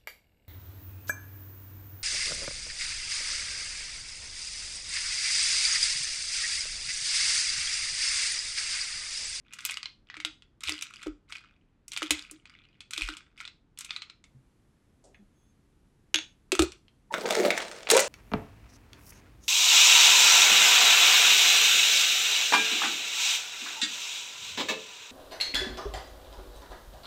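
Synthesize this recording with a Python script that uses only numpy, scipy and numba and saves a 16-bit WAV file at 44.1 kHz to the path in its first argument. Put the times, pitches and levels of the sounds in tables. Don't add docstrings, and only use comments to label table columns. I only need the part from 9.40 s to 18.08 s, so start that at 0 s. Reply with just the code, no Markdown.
import sys
import numpy as np
from scipy import signal
from scipy.fft import rfft, irfft
from scipy.io import wavfile
from scipy.ndimage import uniform_filter1d
from numba import njit

SR = 44100
rng = np.random.default_rng(int(sys.argv[2]) if len(sys.argv) > 2 else 0)


def dump(signal):
    limited = np.clip(np.atleast_2d(signal).T, -1, 1)
    pcm = np.round(limited * 32767).astype(np.int16)
    wavfile.write(sys.argv[1], SR, pcm)


N = 382788
TIME = np.arange(N) / SR

# (time [s], level [dB], cube pitch [Hz], treble [dB])
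ICE_IMPACTS = [(0.126, -24.5, 2520, -8), (0.135, -15.5, 2700, 0.5), (0.189, -21, 4670, -10),
               (0.2066, -21, 3470, 0), (0.251, -1.5, 11640, 3), (0.261, -10, 3520, 3),
               (0.2955, -6.5, 2550, -15), (0.3094, -9, 2700, -1.5), (0.3712, -7.5, 2870, -13.5),
               (0.4302, -11, 4840, -15.5), (0.4572, -8.5, 4170, -25), (0.7, -16, 1930, -41),
               (0.742, -16.5, 1850, -37), (0.768, -16.5, 2340, -14.5), (0.8017, -12, 2170, -14.5),
               (0.849, -1, 3840, -12.5), (1.0222, -28, 3410, -14), (1.2069, -22.5, 8400, -1),
               (1.2359, -8.5, 5400, -4), (1.2849, -6.5, 3560, -13), (1.2933, -2, 2170, -6.5),
               (1.4114, -15, 2680, -5), (1.4233, -6, 6000, -0.5), (1.538, -20.5, 2600, -7.5),
               (1.6291, -19, 2170, -4.5), (1.9235, -12, 2300, -13), (1.9578, -15.5, 2400, -19),
               (2.481, -18, 8370, 13), (2.5185, -12, 5760, -4), (2.5336, -13, 3570, -3),
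               (2.564, -7, 3560, -16), (2.574, -4.5, 2510, -7), (2.62, -5.5, 1330, -17),
               (2.6283, -5, 2340, -9.5), (2.707, 7.5, 2320, -2.5), (2.912, -17.5, 9200, 14),
               (3.0553, -24, 2426, -14.5), (3.4058, -18, 3440, -10.5), (3.5084, -15.5, 2340, 2),
               (3.5344, -7.5, 4130, -5), (3.578, -4.5, 3740, -8), (3.61, -9, 2480, -13),
               (3.688, -7, 1470, -14.5), (3.769, -17, 3490, -4.5), (4.003, -14, 2230, -17),
               (4.0524, -15, 3600, -17), (4.077, -16.5, 4030, -16.5), (4.375, -24, 3450, -7),
               (4.388, -13, 8750, 9), (4.408, -13, 7960, 2), (4.447, -15.5, 3660, 1),
               (4.494, -22, 2630, -26), (4.5072, -6, 3590, -24.5), (4.563, -7.5, 4050, -19),
               (4.62, -12.5, 4160, -17.5), (4.699, -20, 4050, -15.5), (4.8406, -28, 2180, -4),
               (7.1195, 3.5, 2670, -5.5), (7.1517, -5, 1345, -3), (7.193, 6, 1300, -5.5),
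               (7.221, -1, 3120, 1.5), (7.3201, -19.5, 5920, -4.5), (7.482, -33, 3160, -25)]
# (frequency [Hz], gain [dB])
ICE_SPECTRUM = [(300, -21.5), (750, -28), (1050, -7), (1400, -2), (1800, -7.5), (2350, 5.5), (4500, 1.5),
                (8000, 2), (11000, -10.5), (16000, -24)]
# (frequency [Hz], level [dB], t60 [s])
GLASS_MODES = [(1080, -3, .07), (1360, 0, .07), (2080, 4, .05)]
# (start [s], push [s], settling [s], level [dB])
SPOON_STROKES = [(0.032, 0.08, 0.046, -58), (0.131, 0.2, 0.13, -40.5), (0.657, 0.11, 0.16, -57),
                 (1.208, 0.081, 0.31, -36), (1.42, 0.26, 0.019, -49.5), (1.879, 0.035, 0.29, -45),
                 (2.509, 0.25, 0.31, -43), (3.051, 0.055, 0.59, -57.5), (3.512, 0.12, 0.24, -35.5),
                 (3.96, 0.056, 0.076, -45.5), (4.391, 0.15, 0.23, -49.5)]
# (time [s], level [dB], frequency [Hz])
GLASS_KNOCKS = [(0.768, -23.5, 302), (0.846, -19.5, 307), (1.285, -16, 304), (1.315, -16, 306),
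                (1.661, -3, 298), (2.619, -7.5, 302), (2.704, -4, 297), (2.913, -21.5, 309),
                (3.578, -17.5, 308), (3.687, -15.5, 300), (6.743, -10, 314.4), (7.122, 4, 375.5),
                (7.191, 10.5, 328), (7.217, 4.5, 368)]
# (time [s], level [dB], frequency [Hz])
WORKTOP_THUDS = [(1.266, -17, 72), (1.669, -15, 41.8), (2.709, -15.5, 67), (3.62, -6.5, 38.5),
                 (4.944, -20.5, 128), (5.789, -23.5, 201), (7.193, 2.5, 68)]
# (frequency [Hz], level [dB], t60 [s])
POCKET_MODES = [(396, 11, 0.11), (576, -2, 0.076)]
# (time [s], level [dB])
STRAW_IMPACTS = [(6.743, 3), (6.7451, 4.5), (6.758, 1), (6.7868, -6.5)]
# (frequency [Hz], level [dB], t60 [s])
STRAW_MODES = [(1637, -3, .1), (2250, 3, .04), (3370, 0, .16), (3470, -1, .14), (6390, -3, .15),
               (6510, -5, .19), (10200, -15, .12), (14650, -20, .11)]
# (frequency [Hz], gain [dB])
TICK_SPECTRUM = [(320, -25.5), (1420, -10.5), (2300, 0), (3420, 0.5), (5350, -11.5), (6540, -6),
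                 (15000, -36)]
# (time [s], level [dB], pitch [Hz], treble [dB])
CREASE_SNAPS = [(7.74, 1, 1560, -17), (7.856, -6, 720, -43), (7.9073, 0, 3570, -4.5), (8.05, 0.5, 690, -19),
                (8.105, 5, 2285, -14.5), (8.177, -1.5, 1920, -8), (8.203, -8.5, 3150, -15),
                (8.471, -7.5, 2500, -30), (8.488, -18, 3180, -12), (8.502, 9, 3870, 0.5),
                (8.512, 8.5, 799, 20), (8.567, 5, 1430, 4), (8.594, -0.5, 4520, 6), (8.602, 3, 1430, 16)]
# (frequency [Hz], gain [dB])
FILM_SPECTRUM = [(350, -19), (600, 3.5), (1160, 0), (1660, 2.5), (8050, -6.5), (16000, -27.5)]
PANEL_SPECTRUM = [(260, -4), (400, 0.5), (650, 4), (1000, -15.5), (1800, -32)]
# (start [s], push [s], settling [s], crinkle level [dB], panel level [dB])
BAG_SHAKES = [(7.71, 0.032, 1, -43, -37.5), (7.838, 0.11, 0.18, -31, -34.5), (7.96, 0.1, 0.15, -38, -26),
              (8.14, 0.031, 0.8, -41.5, -47), (8.482, 0.049, 0.16, -22.5, -31.5),
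              (8.551, 0.043, 0.069, -26.5, -40)]
# (start [s], push [s], settling [s], level [dB], pitch [Hz], glide [Hz/s])
BAG_SQUEEZES = [(7.703, 0.0092, 0.037, -34.5, 913, -500), (7.84, 0.0082, 0.056, -26.5, 452, 0),
                (7.904, 0.0044, 0.071, -27, 622, -900), (7.963, 0.05, 0.018, -23.5, 451, -1300),
                (8.044, 0.0092, 0.012, -18, 543, 0), (8.516, 0.0074, 0.16, -16.5, 401, 1800),
                (8.542, .025, 0.083, -16, 499.5, 602)]
# (frequency [Hz], gain [dB])
AIR_SPECTRUM = [(15, -44.5), (25, 3.5), (157, -5), (293, -8), (591, -21.5), (1400, -25.5),
                (5000, -35.5), (11300, -37.5), (16000, -62.5)]


def ice_clinks(size=6000, rebound_s=.0031):
    out = np.zeros(N)
    for s, db, hz, treble_db in ICE_IMPACTS:
        rebound = .5 * np.roll(crack(.0092, size), int(rng.random() * rebound_s * SR))
        contact = unit(colour(crack(.009, size) + rebound + crack(.077, size), ICE_SPECTRUM))
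        cube = ring([(hz, 0, .012), (1.27 * hz, -5, .007)], 2, size)
        cube_db = np.interp(treble_db, [-19, -1], [2, -6])
        wall = ring(GLASS_MODES, 4.6, size, detune=.05)
        click = harden(contact + undb(cube_db) * cube, treble_db) + undb(-20) * wall
        top_hz = np.interp(db + treble_db, [-35, -5], [8000, 17000])
        bottom_hz = np.interp(db, [-6, 4], [920, 320])
        add(out, s, undb(db) * cut(cut(click, top_hz, "low"), bottom_hz, "high"))
    return out


def ice_crunch(size=2000):
    ticks = np.zeros(N)
    for hz in np.geomspace(1330, 4800, 9):
        tick = ring([(hz, 0, .007)], 0, size) + undb(-2) * crack(.009, size)
        ticks += signal.fftconvolve(grains(55, 5.8), tick)[:N]
    ticks = cut(colour(ticks, ICE_SPECTRUM), 700, "high")
    rubbing = sum(undb(db) * effort(start, push, settle, swell_db=14.5)
                  for start, push, settle, db in SPOON_STROKES)
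    force = np.interp(20 * np.log10(rubbing + 1e-12), [-59.5, -41.5], [0, 1])
    gentle = np.sqrt(1 - force) * cut(ticks, 2500, "low", order=2)
    hard = np.sqrt(force) * cut(ticks, 13000, "low", order=2)
    return even(gentle + hard, size=4000) * rubbing


def rocking_glass(size=16000):
    out = np.zeros(N)
    t = TIME[:size]
    for s, db, hz in GLASS_KNOCKS:
        decay_s = np.interp(db, [-4.5, 4.5], [.042, .019])
        envelope = (1 - fade(.011, size)) * np.exp(-(t / decay_s) ** 3)
        wobble = steady(cut(rng.standard_normal(size), 22, "low", order=2))
        rock = unit(np.sin(2 * np.pi * hz * t + .5 * wobble) * envelope)
        slosh_db = np.interp(db, [-15, 5], [-7.5, -1.5])
        slosh = undb(slosh_db) * unit(cut(crack(.073, size), 440, "low"))
        add(out, s, undb(db) * unit(cut(rock + slosh, 295, "high", order=8)))
    return out


def worktop_thuds(size=16000):
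    out = np.zeros(N)
    for s, db, hz in WORKTOP_THUDS:
        modes = ring([(hz, 0, .17), (1.9 * hz, -11, .11)], .94, size)
        add(out, s, undb(db) * unit(modes * (1 - fade(.24, size))))
    return out


def gulp(size=8000, closing_s=.013):
    out = np.zeros(N)
    envelope = (1 - fade(.01, size)) * np.exp(-(TIME[:size] / closing_s) ** 2)
    add(out, 1.664, undb(-9) * unit(ring(POCKET_MODES, .89, size) * envelope))
    return out


def straw(size=14000):
    out = np.zeros(N)
    for s, db in STRAW_IMPACTS:
        tick = unit(colour(crack(.011, size), TICK_SPECTRUM))
        clink = tick + undb(-6.5) * ring(STRAW_MODES, 1, size)
        top_hz = np.interp(db, [-3, 2], [6000, 15000])
        add(out, s, undb(db) * cut(clink, top_hz, "low", order=2))
    friction = rng.standard_normal(size) * np.hanning(size)
    slide = signal.fftconvolve(friction, ring(STRAW_MODES, .76, size))
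    add(out, 5.87, undb(-85.5) * steady(cut(slide, 8700, "high", order=2)))
    return out


def crisp_bag(size=3000):
    out = np.zeros(N)
    for s, db, hz, treble_db in CREASE_SNAPS:
        snap = unit(colour(crack(.031, size), FILM_SPECTRUM)) + ring([(hz, 0, .005)], 0, size)
        add(out, s, undb(db) * harden(snap, treble_db))
    bursts = signal.fftconvolve(np.abs(grains(330, 5)), fade(.012, size))[:N]
    wrinkles = even(colour(bursts * rng.standard_normal(N), FILM_SPECTRUM), size=3500)
    panels = even(colour(grains(350, 3.5), PANEL_SPECTRUM), size=1500)
    for start, push, settle, crinkle_db, panel_db in BAG_SHAKES:
        top_hz = np.interp(crinkle_db, [-45, -34], [9000, 15500])
        crinkle = undb(crinkle_db) * cut(wrinkles, top_hz, "low")
        out += effort(start, push, settle, swell_db=16) * (crinkle + undb(panel_db) * panels)
    return cut(out + bag_cavity(), 170, "high", order=6)


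def bag_cavity(width_hz=70, overtone_db=-16):
    out = np.zeros(N)
    for start, push, settle, db, hz, glide in BAG_SQUEEZES:
        pitch = hz + glide * np.clip(TIME - start, 0, push + settle)
        buckling = grains(700, 2.1)
        hoot = sum(gain * resonate(resonate(buckling, centre, width_hz), centre, width_hz)
                   for centre, gain in [(pitch, 1), (2 * pitch, undb(overtone_db))])
        out += even(hoot, size=700) * undb(db) * effort(start, push, settle, swell_db=5.5)
    return out


def fingers(size=9000):
    out = np.zeros(N)
    scuff = unit(cut(cut(crack(.5, size), 330, "high"), 650, "low"))
    brush = cut(crack(.25, size), 6000, "high", order=2)
    brush = unit(cut(brush, 8500, "low", order=8))
    add(out, 5.64, undb(-26.5) * (scuff + .5 * brush))
    contact = unit(cut(cut(crack(.051, size), 2100, "high"), 2100, "low"))
    tap = contact + undb(-11) * ring(STRAW_MODES, 1, size)
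    add(out, 5.745, undb(-29.5) * tap)
    return out


def kitchen_air(stirring_ends_s=4.85):
    air = undb(-64) * steady(colour(rng.standard_normal(N), AIR_SPECTRUM, size=8192))
    return np.where(TIME < stirring_ends_s, undb(-2) * cut(air, 3500, "low", order=1), air)


def room(x, t60, wet_db, damp_hz, size=32768):
    noise = rng.standard_normal(size)
    low = cut(noise, damp_hz, "low", order=2) * fade(t60, size)
    high = cut(noise, damp_hz, "high", order=2) * fade(.5 * t60, size)
    tail = (low + high) * (1 - fade(.0062, size))
    return x + undb(wet_db) * signal.fftconvolve(x, unit(tail))[:N]


def effort(start, push, settle, swell_db, grip_s=.011, settle_db=36.5):
    t = TIME - start
    rise_db = -swell_db * np.clip(1 - t / push, 0, 1)
    loss_db = settle_db * np.maximum(t - push, 0) / max(settle, .01)
    return np.clip(t / min(grip_s, push), 0, 1) * undb(rise_db - loss_db)


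def ring(modes, scatter_db, size, detune=.004):
    out = np.zeros(size)
    for hz, db, t60 in modes:
        gain = undb(db + scatter_db * rng.standard_normal())
        pitch = hz * (1 + detune * rng.standard_normal())
        out += gain * fade(t60, size) * np.sin(2 * np.pi * pitch * TIME[:size])
    return unit(out)


def crack(t60, size):
    return unit(rng.standard_normal(size) * fade(t60, size))


def harden(click, treble_db):
    return unit(unit(cut(click, 4400, "low")) + undb(treble_db) * unit(cut(click, 6000, "high")))


def grains(per_second, spread_db):
    sizes = undb(spread_db * np.minimum(rng.exponential(size=N), 4))
    return steady((rng.random(N) < per_second / SR) * sizes * rng.choice([-1, 1], N))


@njit
def resonate(x, hz, width_hz):
    y, band_state, low_state = np.empty(len(x)), 0., 0.
    for i in range(len(x)):
        step, damping = np.tan(np.pi * hz[i] / SR), width_hz / hz[i]
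        band = (band_state + step * (x[i] - low_state)) / (1 + step * (step + damping))
        band_state = 2 * band - band_state
        low_state += 2 * step * band
        y[i] = damping * band
    return y


def colour(x, points, size=2048):
    hz, db = np.transpose(points)
    freq = np.maximum(np.fft.rfftfreq(size, 1 / SR), 1)
    gain = undb(np.interp(np.log(freq), np.log(hz), db))
    cepstrum = irfft(np.log(gain))
    cepstrum[1:size // 2] *= 2
    cepstrum[size // 2 + 1:] = 0
    return signal.fftconvolve(x, irfft(np.exp(rfft(cepstrum))))[:len(x)]


def cut(x, hz, kind, order=4):
    return signal.sosfilt(signal.butter(order, min(hz, SR / 2 - 1), kind, fs=SR, output="sos"), x)


def fade(t60, size):
    return np.exp(-np.log(1000) * TIME[:size] / t60)


def undb(db):
    return 10 ** (np.asarray(db) / 20)


def unit(x):
    return x / np.sqrt(np.sum(x ** 2) + 1e-18)


def steady(x):
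    return unit(x) * np.sqrt(len(x))


def even(x, size):
    return x / np.sqrt(np.abs(uniform_filter1d(x ** 2, size)) + 1e-12)


def add(out, s, x):
    i = int(s * SR)
    out[i:i + len(x)] += x[:N - i]


def scene():
    near = room(ice_clinks() + ice_crunch() + straw() + fingers(), t60=.24, wet_db=-10, damp_hz=7060)
    body = room(rocking_glass() + worktop_thuds() + gulp(), t60=.24, wet_db=-16, damp_hz=2000)
    far = room(crisp_bag(), t60=.32, wet_db=-7, damp_hz=10000)
    return (near + body + far + kitchen_air())[None]


def record(dry, top_hz=16200):
    return signal.sosfilt(signal.ellip(8, .2, 70, top_hz, fs=SR, output="sos"), dry)


dry = scene()
out = record(dry)
dump(out)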